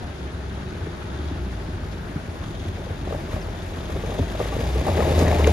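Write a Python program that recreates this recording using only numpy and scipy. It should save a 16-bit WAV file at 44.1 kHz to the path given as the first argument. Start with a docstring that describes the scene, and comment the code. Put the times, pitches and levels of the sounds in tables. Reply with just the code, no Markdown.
"""A four-wheel-drive throbs at low revs as it crawls up a stony track towards the listener.
Its engine sums wavering exhaust partials, ringing block clatter, bright injector ticks and a faint turbo whistle.
Coloured showers of tiny impacts make wind and tyre rumble, crunching stones and grit; ringing modes make the
thumps and knocks, and resonant noise bursts the snaps.
A bird slurs once over a rushing river of filtered splashes; two closely spaced microphone ports pick it up."""
import sys
import numpy as np
from scipy import signal
from scipy.fft import rfft, irfft
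from scipy.io import wavfile

SR = 44100
rng = np.random.default_rng(int(sys.argv[2]) if len(sys.argv) > 2 else 0)


def master(y):
    """Save y as 16-bit WAV."""
    cut = np.clip(np.atleast_2d(y).T, -1, 1)
    pcm = np.round(cut * 32767)  # scale
    wavfile.write(sys.argv[1], SR, pcm.astype(np.int16))


N = 243431
TIME = np.arange(N) / SR
FREQS = np.maximum(np.arange(N // 2 + 1) * SR / N, 1)

# large stones knocking against a tyre, levels before trim, pitch before random detuning:
# start_s, peak_db, hardness_tilt_db_per_octave, pitch_hz, ring_time_s
KNOCKS = [(0.029, -24.5, -20, 720, 0.075), (2.425, -22.5, 1, 447, 0.014), (2.906, -21.5, -15, 466, 0.031),
          (3.074, -17.5, -11, 439.7, 0.017), (3.108, -23.5, -23, 510, .04), (3.124, -13.5, -3, 454, 0.029),
          (3.144, -22, -26, 540, 0.071), (3.33, -20, -5, 506, 0.034), (3.363, -18.5, -8, 567, .025),
          (3.962, -19, -6, 444, 0.035), (4.036, -17, -8, 455.7, 0.085), (4.097, -18.5, -10, 455, 0.037),
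          (4.072, -21, -15, 480, .06), (4.118, -18, -6, 442, 0.048), (4.1895, -11.5, -15, 400, .035),
          (4.352, -22, -12, 590, .03), (4.401, -8.5, -1.5, 452.5, 0.049), (4.411, -12.5, -12, 458.4, 0.033),
          (4.523, -16, -3, 455.5, 0.08), (4.566, -12.5, -12, 473, 0.014), (4.591, -18, -18, 453, 0.051),
          (4.608, -18, -8, 466, 0.066), (4.634, -18.5, -21, 436, 0.03), (4.758, -15, -33, 444, 0.059),
          (4.867, -10, -12, 607, 0.066), (4.882, -8, -2, 494, 0.038), (4.895, -13, -24, 500, 0.036),
          (4.969, -10.5, -4, 380, 0.061), (4.989, -10, -7, 470, 0.069), (5.004, -12, 0, 484, 0.041),
          (5.023, -8.5, -1, 430.5, 0.041), (5.052, -14.5, -14, 520, .06), (5.076, -11, -12, 442.5, 0.061),
          (5.091, -14, -16, 535, 0.057), (5.107, -13, -10, 420, 0.038), (5.117, -11, -12, 525, 0.054),
          (5.18, -12, -8, 525.5, 0.041), (5.192, -11.5, -12, 435.8, 0.045), (5.21, -10.5, -7, 455, 0.052),
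          (5.223, -10, -6, 459, 0.11), (5.276, -11.5, -1, 410, 0.038), (5.25, -15, -12, 450, 0.055),
          (5.291, -13, -10, 480, 0.025), (5.312, -11, -6, 573, 0.035), (5.325, -14.5, 7, 456.4, .025),
          (5.348, -20, -10, 480, .05), (5.361, -18, -6, 639.4, .04), (5.396, -12, -15, 482, 0.03),
          (5.406, -13, -5, 526, 0.016), (5.458, -12.5, -14, 405, 0.023), (5.4747, -2.5, -14, 435, 0.029)]
# likeness of the two ports for sounds of the vehicle: frequency_hz, coherence (0-1)
NEAR_LIKENESS = [(60, .99), (200, .96), (600, .92), (850, .75), (1200, .35), (2000, .7), (5000, .65),
                 (7000, .72), (12000, .87)]

# steady approach; the vehicle would draw level at PASSES_S, and levels are given at NEAR_M
SPEED_M_S, PASSES_S, CLEARANCE_M, NEAR_M = 2.85, 5.87, 3.37, 4.1
CRUISE_HZ = 60  # firing rate at which levels are given


def undb(db):
    """Decibels to gain."""
    return 10 ** (np.asarray(db) / 20)


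def in_time(table):
    """The columns of a curve at every sample."""
    s, *columns = np.transpose(table)
    return [np.interp(TIME, s, c) for c in columns]


def in_frequency(table, axis=1):
    """One column of a spectrum at every frequency, interpolated over log frequency."""
    rows = np.array(table, float)
    return np.interp(np.log(FREQS), np.log(rows[:, 0]), rows[:, axis])


def colour(x, spectrum):
    """Filter by a spectrum that falls a further 12 dB per octave beyond its ends."""
    low_skirt = np.minimum(FREQS / spectrum[0][0], 1)
    high_skirt = np.minimum(spectrum[-1][0] / FREQS, 1)
    gain = undb(in_frequency(spectrum)) * (low_skirt * high_skirt) ** 2
    return irfft(rfft(x) * gain, N)


def unit(x):
    """Scale to rms 1."""
    return x / np.sqrt(np.mean(x ** 2))


def walk(rate_hz):
    """A smooth random wander of rms 1, mostly slower than the given rate."""
    noise = rfft(rng.standard_normal(N))
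    return unit(irfft(noise * np.exp(-(FREQS / rate_hz) ** 2), N))


def spread(pair, likeness):
    """Mix two unrelated sounds into left and right of a given coherence, at rms 1."""
    coherence = np.clip(in_frequency(likeness), 0, .999)
    mid = rfft(pair[0]) * np.sqrt(1 + coherence)
    side = rfft(pair[1]) * np.sqrt(1 - coherence)
    return unit(irfft(np.array([mid + side, mid - side]), N))


def impacts(per_s, scatter_db):
    """Two unrelated showers of tiny impacts; positive scatter makes a few strong, negative a few weak."""
    hit = rng.random((2, N)) < per_s / SR
    size = undb(scatter_db * np.minimum(rng.exponential(size=(2, N)), 4))
    return unit(hit * size * rng.choice([-1, 1], (2, N)))


def add(track, start_s, sound, db):
    """Mix a short sound into a track at a given peak level."""
    i = int(np.clip(start_s * SR, 0, N - 1))
    peaked = undb(db) * sound / np.abs(sound).max()
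    track[i:i + len(sound)] += peaked[:N - i]


def remoteness():
    """Distance of the approaching vehicle, in doublings of the near distance."""
    along_m = SPEED_M_S * (TIME - PASSES_S)
    return np.log2(np.hypot(along_m, CLEARANCE_M) / NEAR_M)


def loudness(law, firing_hz):
    """Level of a part in dB: it grows as the vehicle nears and as the revs rise."""
    near_db, distance_db, revs_db = law
    return near_db - distance_db * remoteness() + revs_db * np.log2(firing_hz / CRUISE_HZ)


def exhaust(firing_hz, phase, db, boom_hz, boom_db, smoothing, flutter_db):
    """Exhaust pulses, rounded by the silencer to a few wavering partials that boom near its resonance."""
    # exhaust partials: multiple_of_firing_rate, level_db before boom and flutter
    partials = [(.5, -23), (1, -1), (1.5, -12.5), (2, -8.5), (2.5, -14), (3, -9.5)]

    def boom(hz):
        return boom_db * np.exp(-(np.log(hz / boom_hz) / 0.77) ** 2)

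    tone = 0
    for order, part_db in partials:
        if order % 1:  # unequal cylinders add half orders, which fade as the tone grows louder than its median
            part_db = part_db - smoothing * np.maximum(db - np.median(db), 0)
        # the boom is taken relative to the firing tone
        part_db = part_db + boom(order * firing_hz) - boom(firing_hz)
        part_db = part_db + flutter_db * walk(24)
        tone = tone + undb(part_db) * np.sin(2 * np.pi * (order * phase + rng.random()))
    return np.sqrt(2) * tone * undb(db)


def clatter(phase, firing_hz, strain_db, sharpness):
    """Each firing shakes the block with a burst that rings in its resonances; the bonnet muffles the top."""
    # ringing of the engine block and its covers: frequency_hz, width_hz, level_db
    block = [(382, 44, 6), (623, 18, 2), (832, 77, -4), (1266, 144, -11.5), (1450, 83, -19),
             (2230, 1200, -20.5), (3710, 300, -22), (4440, 100, -21)]
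    # clatter loudness: near_level_db at cruise, loss_db per distance doubling, gain_db per revs doubling
    clatter_law = (-38, 5.17, 13.5)
    bursts = impacts(per_s=6000, scatter_db=2.5) * np.exp(sharpness * np.cos(2 * np.pi * phase))
    ring = 0
    for hz, width_hz, mode_db in block:
        b, a = signal.iirpeak(hz, hz / width_hz, fs=SR)
        ring = ring + undb(mode_db) * signal.lfilter(b, a, bursts)
    muffled = colour(ring, [(250, 0), (4000, 0)])
    return spread(muffled, NEAR_LIKENESS) * undb(loudness(clatter_law, firing_hz) + strain_db)


def injectors(phase, decay_cycles, uneven_db):
    """Injectors tick as bright noise that jumps up and decays at each firing, at a wandering strength."""
    # level of the ticking: time_s, level_db
    ticking = [(0, -59), (1.3, -54.5), (1.9, -73), (2.3, -70), (2.45, -50.5), (3.2, -58.5), (4.1, -49),
               (5.52, -49)]
    # ringing of the injectors: frequency_hz, density_db per Hz
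    injector_spectrum = [(2900, -9), (3300, -0.5), (3650, -2.5), (4100, -11), (5900, -22), (6500, -7),
                         (7200, -25)]
    level_db, = in_time(ticking)
    decay = np.exp(-(phase % 1) / decay_cycles)
    ticks = rng.standard_normal((2, N)) * decay * undb(uneven_db * walk(46))
    return spread(colour(ticks, injector_spectrum), NEAR_LIKENESS) * undb(level_db)


def whistle(table, waver, flicker_db):
    """A gliding sine, unsteady in pitch and level, silent outside its table."""
    hz, db = in_time(table)
    sounding = (TIME > table[0][0]) & (TIME < table[-1][0])
    cycles = np.cumsum(hz * (1 + waver * walk(202.6))) / SR
    return sounding * undb(db + flicker_db * walk(14)) * np.sin(2 * np.pi * cycles)


def turbo():
    """The turbocharger's faint whistle drifts in pitch."""
    # whistle before waver and flicker: time_s, pitch_hz, level_db
    turbo_glide = [(1.3, 11600, -80), (1.47, 11680, -72), (1.6, 11400, -79), (1.75, 11950, -80),
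                   (1.88, 11620, -71), (2.05, 11720, -75), (2.27, 11130, -70.5), (2.42, 10880, -69.5),
                   (2.6, 11200, -76), (2.8, 12000, -86), (3.2, 13300, -75), (3.6, 13980, -85)]
    return whistle(turbo_glide, waver=.006, flicker_db=3.5)


def rumble(phase, firing_hz, strain_db, throb):
    """Gusting wind and dull jolts of tyres and body share one noise, shaken a little at each firing."""
    # rumble colour: frequency_hz, density_db per Hz
    rumble_spectrum = [(25, -10), (42, -5.5), (60, -2), (85, 5.5), (125, -6.5), (160, -3.5), (250, -14),
                       (370, -9), (480, -41), (900, -39)]
    # tyre loudness: near_level_db at cruise, loss_db per distance doubling, gain_db per revs doubling
    tyre_law = (-28, 5.1, 10.7)
    wind_db, gust_db = -40, 4.5
    tyre_db = loudness(tyre_law, firing_hz) + strain_db
    gain = np.hypot(undb(wind_db + gust_db * walk(6.2)), undb(tyre_db))
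    jolts = impacts(per_s=900, scatter_db=2.5) * (1 + throb * np.cos(2 * np.pi * phase))
    return spread(colour(jolts, rumble_spectrum), NEAR_LIKENESS) * gain


def blow(modes, tilt_db, scrape, scrape_s):
    """A push and a short scrape ring modes of alternating sign; a harder contact lifts the upper ones."""
    t = TIME[:SR // 6]
    ring = 0
    for k, (hz, db, t60) in enumerate(modes):
        weight_db = db + tilt_db * np.log2(hz / modes[0][0]) + 0.5 * rng.standard_normal()
        detuned_hz = hz * (1 + 0.027 * rng.standard_normal())
        envelope = undb(weight_db - 60 * t / t60)
        ring = ring + (-1) ** k * envelope * np.sin(2 * np.pi * detuned_hz * t)
    push = scrape * rng.standard_normal(len(t)) * np.exp(-t / scrape_s)
    push[0] = 1
    return signal.fftconvolve(ring, push)[:len(t)]


def thumps(trim_db):
    """A wheel drops off a rock: tyre and body boom, deeper when the landing is soft."""
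    # suspension jolts, levels before trim and bass cut: start_s, peak_db, hardness_tilt_db_per_octave
    landings = [(0.83, -25, -9), (0.869, -23.5, 18), (1.311, -21.5, 6), (1.683, -20, -3.5),
                (2.155, -16.5, -3), (2.285, -18, -25), (2.463, -23, -30), (2.651, -28, 27),
                (2.903, -21, -21), (3.011, -24, -5), (3.234, -27, 16), (3.335, -16.5, -10),
                (3.358, -27, -4), (4.191, -14, -2), (4.199, -19, 8), (4.21, -13, -13), (4.291, -22, -13),
                (4.902, -18, -8), (5.11, -16, -8), (5.217, -12.5, -2.5)]
    # modes of the body before random detuning: frequency_hz, level_db, t60_s
    body_modes = [(84, -1, 0.11), (148, -1, 0.08), (206, 0, 0.055), (290, 0, 0.065), (389, -4, 0.035)]
    out = np.zeros(N)
    for s, db, tilt_db in landings:
        add(out, s, blow(body_modes, tilt_db, scrape=0.03, scrape_s=0.0081), db + trim_db)
    # the lowest bass is cut away
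    return signal.sosfilt(signal.butter(2, 55, "high", fs=SR, output="sos"), out)


def stirred(stir_db):
    """Gain of the ground's unrest, which swells into each knock and settles after it."""
    rise_s, settle_s = .006, .048
    gain = 0
    for s, db, *_ in KNOCKS:
        fade = np.maximum((s - TIME) / rise_s, (TIME - s) / settle_s)
        gain = gain + undb(db + stir_db) * np.exp(-fade)
    return gain


def sprayed():
    """Gain of the grit thrown by a slipping tread, which swells and dies away at each slip."""
    # sprays of grit: centre_s, level_db, length_s
    sprays = [(2.47, -59, 0.032), (3.33, -43.5, 0.032), (4.42, -53, 0.029), (4.611, -43, 0.011),
              (5.192, -38, 0.034)]
    return sum(undb(db) * np.exp(-((TIME - s) / length_s) ** 2) for s, db, length_s in sprays)


def gravel(crunch_db, crackle_db, patchy_db, grit_patchy_db):
    """Stones crunch unevenly while fine grit crackles between them; each knock stirs both."""
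    # colour of the grinding stones: frequency_hz, density_db per Hz
    stone_spectrum = [(180, 2), (320, -2), (430, 0), (520, -1.5), (620, 4), (740, -1.5), (820, -2),
                      (1100, -20.5), (1400, -32), (3000, -35)]
    # colour of the fine grit: frequency_hz, density_db per Hz
    grit_spectrum = [(1100, 4.5), (1400, -6), (1700, 2), (2850, -3), (3300, -9), (3680, -3.5), (4000, -8.5),
                     (4400, -13), (4900, -8), (5500, -12), (7400, -9.5), (9300, -15.5), (11700, -15.5),
                     (14000, -28)]
    stones = spread(colour(impacts(per_s=380, scatter_db=-1.0), stone_spectrum), NEAR_LIKENESS)
    grit = spread(colour(impacts(per_s=4000, scatter_db=-1.0), grit_spectrum), NEAR_LIKENESS)
    # stirring levels are relative to the knocks as listed
    crunch = np.hypot(undb(crunch_db + patchy_db * walk(35)), stirred(stir_db=-22))
    crackle = np.hypot(undb(crackle_db + grit_patchy_db * walk(82)), stirred(stir_db=-35.5) + sprayed())
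    return stones * crunch + grit * crackle


def knock(tilt_db, hz, ring_s):
    """One stone against the tread: its size sets the pitch, the grip of the rubber how long it rings."""
    # hollow ring of tyre and wheel arch, rescaled to each stone: frequency_hz, level_db, t60_s
    wheel_modes = [(446.5, 2.5, 0.034), (579, -2.5, 0.04), (790, -4, 0.05), (1119, -3.5, 0.045),
                   (1280, -12, 0.025), (1700, -20.5, 0.02)]
    lowest_hz, _, lowest_t60 = wheel_modes[0]
    modes = [(f * hz / lowest_hz, db, t60 * ring_s / lowest_t60) for f, db, t60 in wheel_modes]
    return blow(modes, tilt_db, scrape=.018, scrape_s=.18 * ring_s)


def knocks(trim_db):
    """Large stones tip under the tread and knock hollowly."""
    out = np.zeros(N)
    for s, db, tilt_db, hz, ring_s in KNOCKS:
        add(out, s, knock(tilt_db, hz, ring_s), db + trim_db)
    return out


def loose_stones(crunch_db):
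    """Further stones of mixed size tip under the treads at random, with a common short ring, their levels
    following the crunch."""
    per_s, over_crunch_db, scatter_db = 32, 1.5, -14
    out = np.zeros(N)
    for when, size, hardness, pitch in rng.random((int(per_s * N / SR), 4)):
        i = int(when * N)
        sound = knock(-12 * hardness, hz=390 + 150 * pitch, ring_s=0.026)
        add(out, TIME[i], sound, crunch_db[i] + over_crunch_db + scatter_db * (2 * size - 1))
    return out


def snap(hz, decay_s, width):
    """A brief noise crack rings at the pebble's own pitch; width is a fraction of that pitch."""
    t = TIME[:SR // 30]
    crack = rng.standard_normal(len(t)) * t * np.exp(-t / decay_s)
    b, a = signal.iirpeak(hz, 1 / width, fs=SR)
    return signal.lfilter(b, a, signal.lfilter(b, a, crack))


def snaps(trim_db):
    """Pinched pebbles crack against each other."""
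    # pebbles snapping, levels before trim: start_s, peak_db, pitch_hz
    pebbles = [(4.605, -34, 2400), (4.949, -30, 1714), (4.975, -26, 1650), (5.004, -24, 1710),
               (5.028, -25, 2050), (5.119, -29, 1650), (5.19, -32, 1930), (5.191, -19, 6270),
               (5.197, -29, 5200), (5.226, -31, 2100), (5.267, -22, 1780), (5.279, -23, 1897),
               (5.281, -26, 6440), (5.313, -25, 2090), (5.396, -37, 1797), (5.443, -14, 2380),
               (5.447, -21, 2700), (5.470, -16.5, 1900), (5.472, -20, 6900), (5.472, -34, 5030),
               (5.474, -24, 3340)]
    out = np.zeros(N)
    for s, db, hz in pebbles:
        add(out, s, snap(hz, decay_s=0.00098, width=0.43), db + trim_db)
    return out


def chips(grit_db):
    """Chips of stone crack thickly at random under the treads, their levels following the grit."""
    per_s, over_grit_db, scatter_db = 270, 0.5, -2.5
    low_hz, high_hz = 1590, 3940
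    out = np.zeros(N)
    for when, size, pitch in rng.random((int(per_s * N / SR), 3)):
        i = int(when * N)
        sound = snap(low_hz * (high_hz / low_hz) ** pitch, decay_s=0.00073, width=0.63)
        add(out, TIME[i], sound, grit_db[i] + over_grit_db + scatter_db * (2 * size - 1))
    return out


def bird():
    """One bird call slurs quickly downwards."""
    # slur before waver and flicker: time_s, pitch_hz, level_db
    slur = [(3.40, 7020, -63), (3.412, 6210, -51), (3.425, 5140, -49.5), (3.445, 4300, -51),
            (3.465, 3780, -53), (3.48, 3600, -80)]
    return whistle(slur, waver=.012, flicker_db=1.5)


def river(level_db, surge_db, flicker_db):
    """White water far below: countless splashes; the whole surges slightly and each octave flickers alone."""
    # colour of the water: frequency_hz, density_db per Hz
    water_spectrum = [(150, 1), (370, -4), (500, -8.5), (1000, -12), (1550, -10.5), (2200, -19),
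                      (2850, -21), (3150, -22), (3480, -20.5), (3850, -25.5), (4300, -26.5), (6000, -30),
                      (8700, -32), (10000, -35), (11700, -42.5), (14000, -56)]
    # likeness of the two ports for the river: frequency_hz, coherence (0-1)
    far_likeness = [(150, 0.89), (400, 0.68), (600, 0.15), (1200, 0.0084), (2300, 0.18), (3400, 0.15),
                    (5500, 0.13), (8000, 1), (12000, 1)]
    water = rfft(colour(impacts(per_s=12000, scatter_db=2.5), water_spectrum))
    octave = np.clip(np.log2(FREQS / water_spectrum[0][0]), 0, 6)
    flickering = 0
    for k in range(7):
        overlap = np.maximum(1 - np.abs(octave - k), 0)  # neighbouring bands crossfade
        flickering = flickering + irfft(water * overlap, N) * undb(flicker_db * walk(29))
    return spread(flickering * undb(surge_db * walk(17.0)), far_likeness) * undb(level_db)


def scene():
    """The vehicle and its wheels draw near over the steady river."""
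    # engine: time_s, firing_rate_hz before its small wander, firing_tone_strength_db near by
    engine_course = [(0, 73.6, -22), (.05, 70.8, -16.5), (.14, 69.04, -31), (.33, 67, -23.5),
                     (.53, 66.5, -18), (.75, 66.3, -27.5), (1.1, 65.9, -28), (1.25, 74.55, -21.5),
                     (1.42, 64.06, -20), (1.58, 53.44, -23.5), (2.04, 53.03, -27.5), (2.38, 43.65, -38),
                     (2.72, 45.43, -31.5), (3.52, 46.55, -30.5), (3.78, 40.7, -36.5), (3.98, 49.1, -29),
                     (4.42, 53.58, -29.5), (4.65, 61.06, -24), (4.8, 66.4, -19), (4.84, 66.8, -32),
                     (4.93, 73.84, -21.5), (5.06, 75.95, -24), (5.18, 81.1, -20), (5.34, 80.3, -19),
                     (5.45, 75, -17), (5.52, 70.6, -21)]
    # strain of the climb, which lifts clatter and tyre rumble together: time_s, lift_db
    strain = [(0, -1), (.6, 1.5), (1.3, 2.5), (2.0, 4), (2.6, -3.5), (3.2, 4), (3.8, 0), (5.52, -1.5)]
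    # crunch loudness: near_level_db at cruise, loss_db per distance doubling, gain_db per revs doubling
    crunch_law = (-34, 7.15, 2.8)
    # grit loudness: near_level_db at cruise, loss_db per distance doubling, gain_db per revs doubling
    grit_law = (-38.5, 10.9, 0.44)
    firing_hz, effort_db = in_time(engine_course)
    strain_db, = in_time(strain)
    phase = np.cumsum(firing_hz * (1 + 0.0086 * walk(21.6))) / SR  # in firings
    exhaust_db = effort_db - 6 * remoteness()
    crunch_db = loudness(crunch_law, firing_hz)
    grit_db = loudness(grit_law, firing_hz)

    motor = exhaust(firing_hz, phase, exhaust_db, boom_hz=75.0, boom_db=11.5, smoothing=0.28, flutter_db=0.64)
    motor = motor + clatter(phase, firing_hz, strain_db, sharpness=0.18)
    motor = motor + injectors(phase, decay_cycles=0.52, uneven_db=2.5) + turbo()
    body = rumble(phase, firing_hz, strain_db, throb=0.21) + thumps(trim_db=0.5)
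    ground = gravel(crunch_db, grit_db, patchy_db=0.85, grit_patchy_db=2.0)
    stones = knocks(trim_db=-5.0) + loose_stones(crunch_db)
    pebbles = snaps(trim_db=-0.5) + chips(grit_db)
    water = river(level_db=-37.5, surge_db=0.18, flicker_db=1.65)
    return motor + body + ground + stones + pebbles + bird() + water


def record(dry):
    """The housing shades and delays each port differently; the top is cut off."""
    # the ports against each other: frequency_hz, left_minus_right_db, left_lead_rad
    port_differences = [(60, .7, 0), (200, 1, -.1), (420, .6, -.3), (850, 5, -1.1), (1450, -1, -.6),
                        (1800, 4.5, 0), (2900, 2, -1.5), (4400, 7, -.9), (6300, 3, 1.1), (8200, 0, 3.1),
                        (11000, 0, 5.9), (13000, 0, 6.3)]
    top_hz = 14200
    # each port takes half of the difference, in opposite senses
    half_gain = undb(in_frequency(port_differences) / 2)
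    half = half_gain * np.exp(1j * in_frequency(port_differences, axis=2) / 2)
    responses = irfft(np.array([half, 1 / half]), N)
    responses = np.roll(responses, 256, axis=1)[:, :513]  # short filters centred on time zero
    ports = signal.fftconvolve(dry, responses, mode="same", axes=1)
    return signal.sosfilt(signal.ellip(8, .2, 80, top_hz, fs=SR, output="sos"), ports)


dry = scene()
out = record(dry)
master(out)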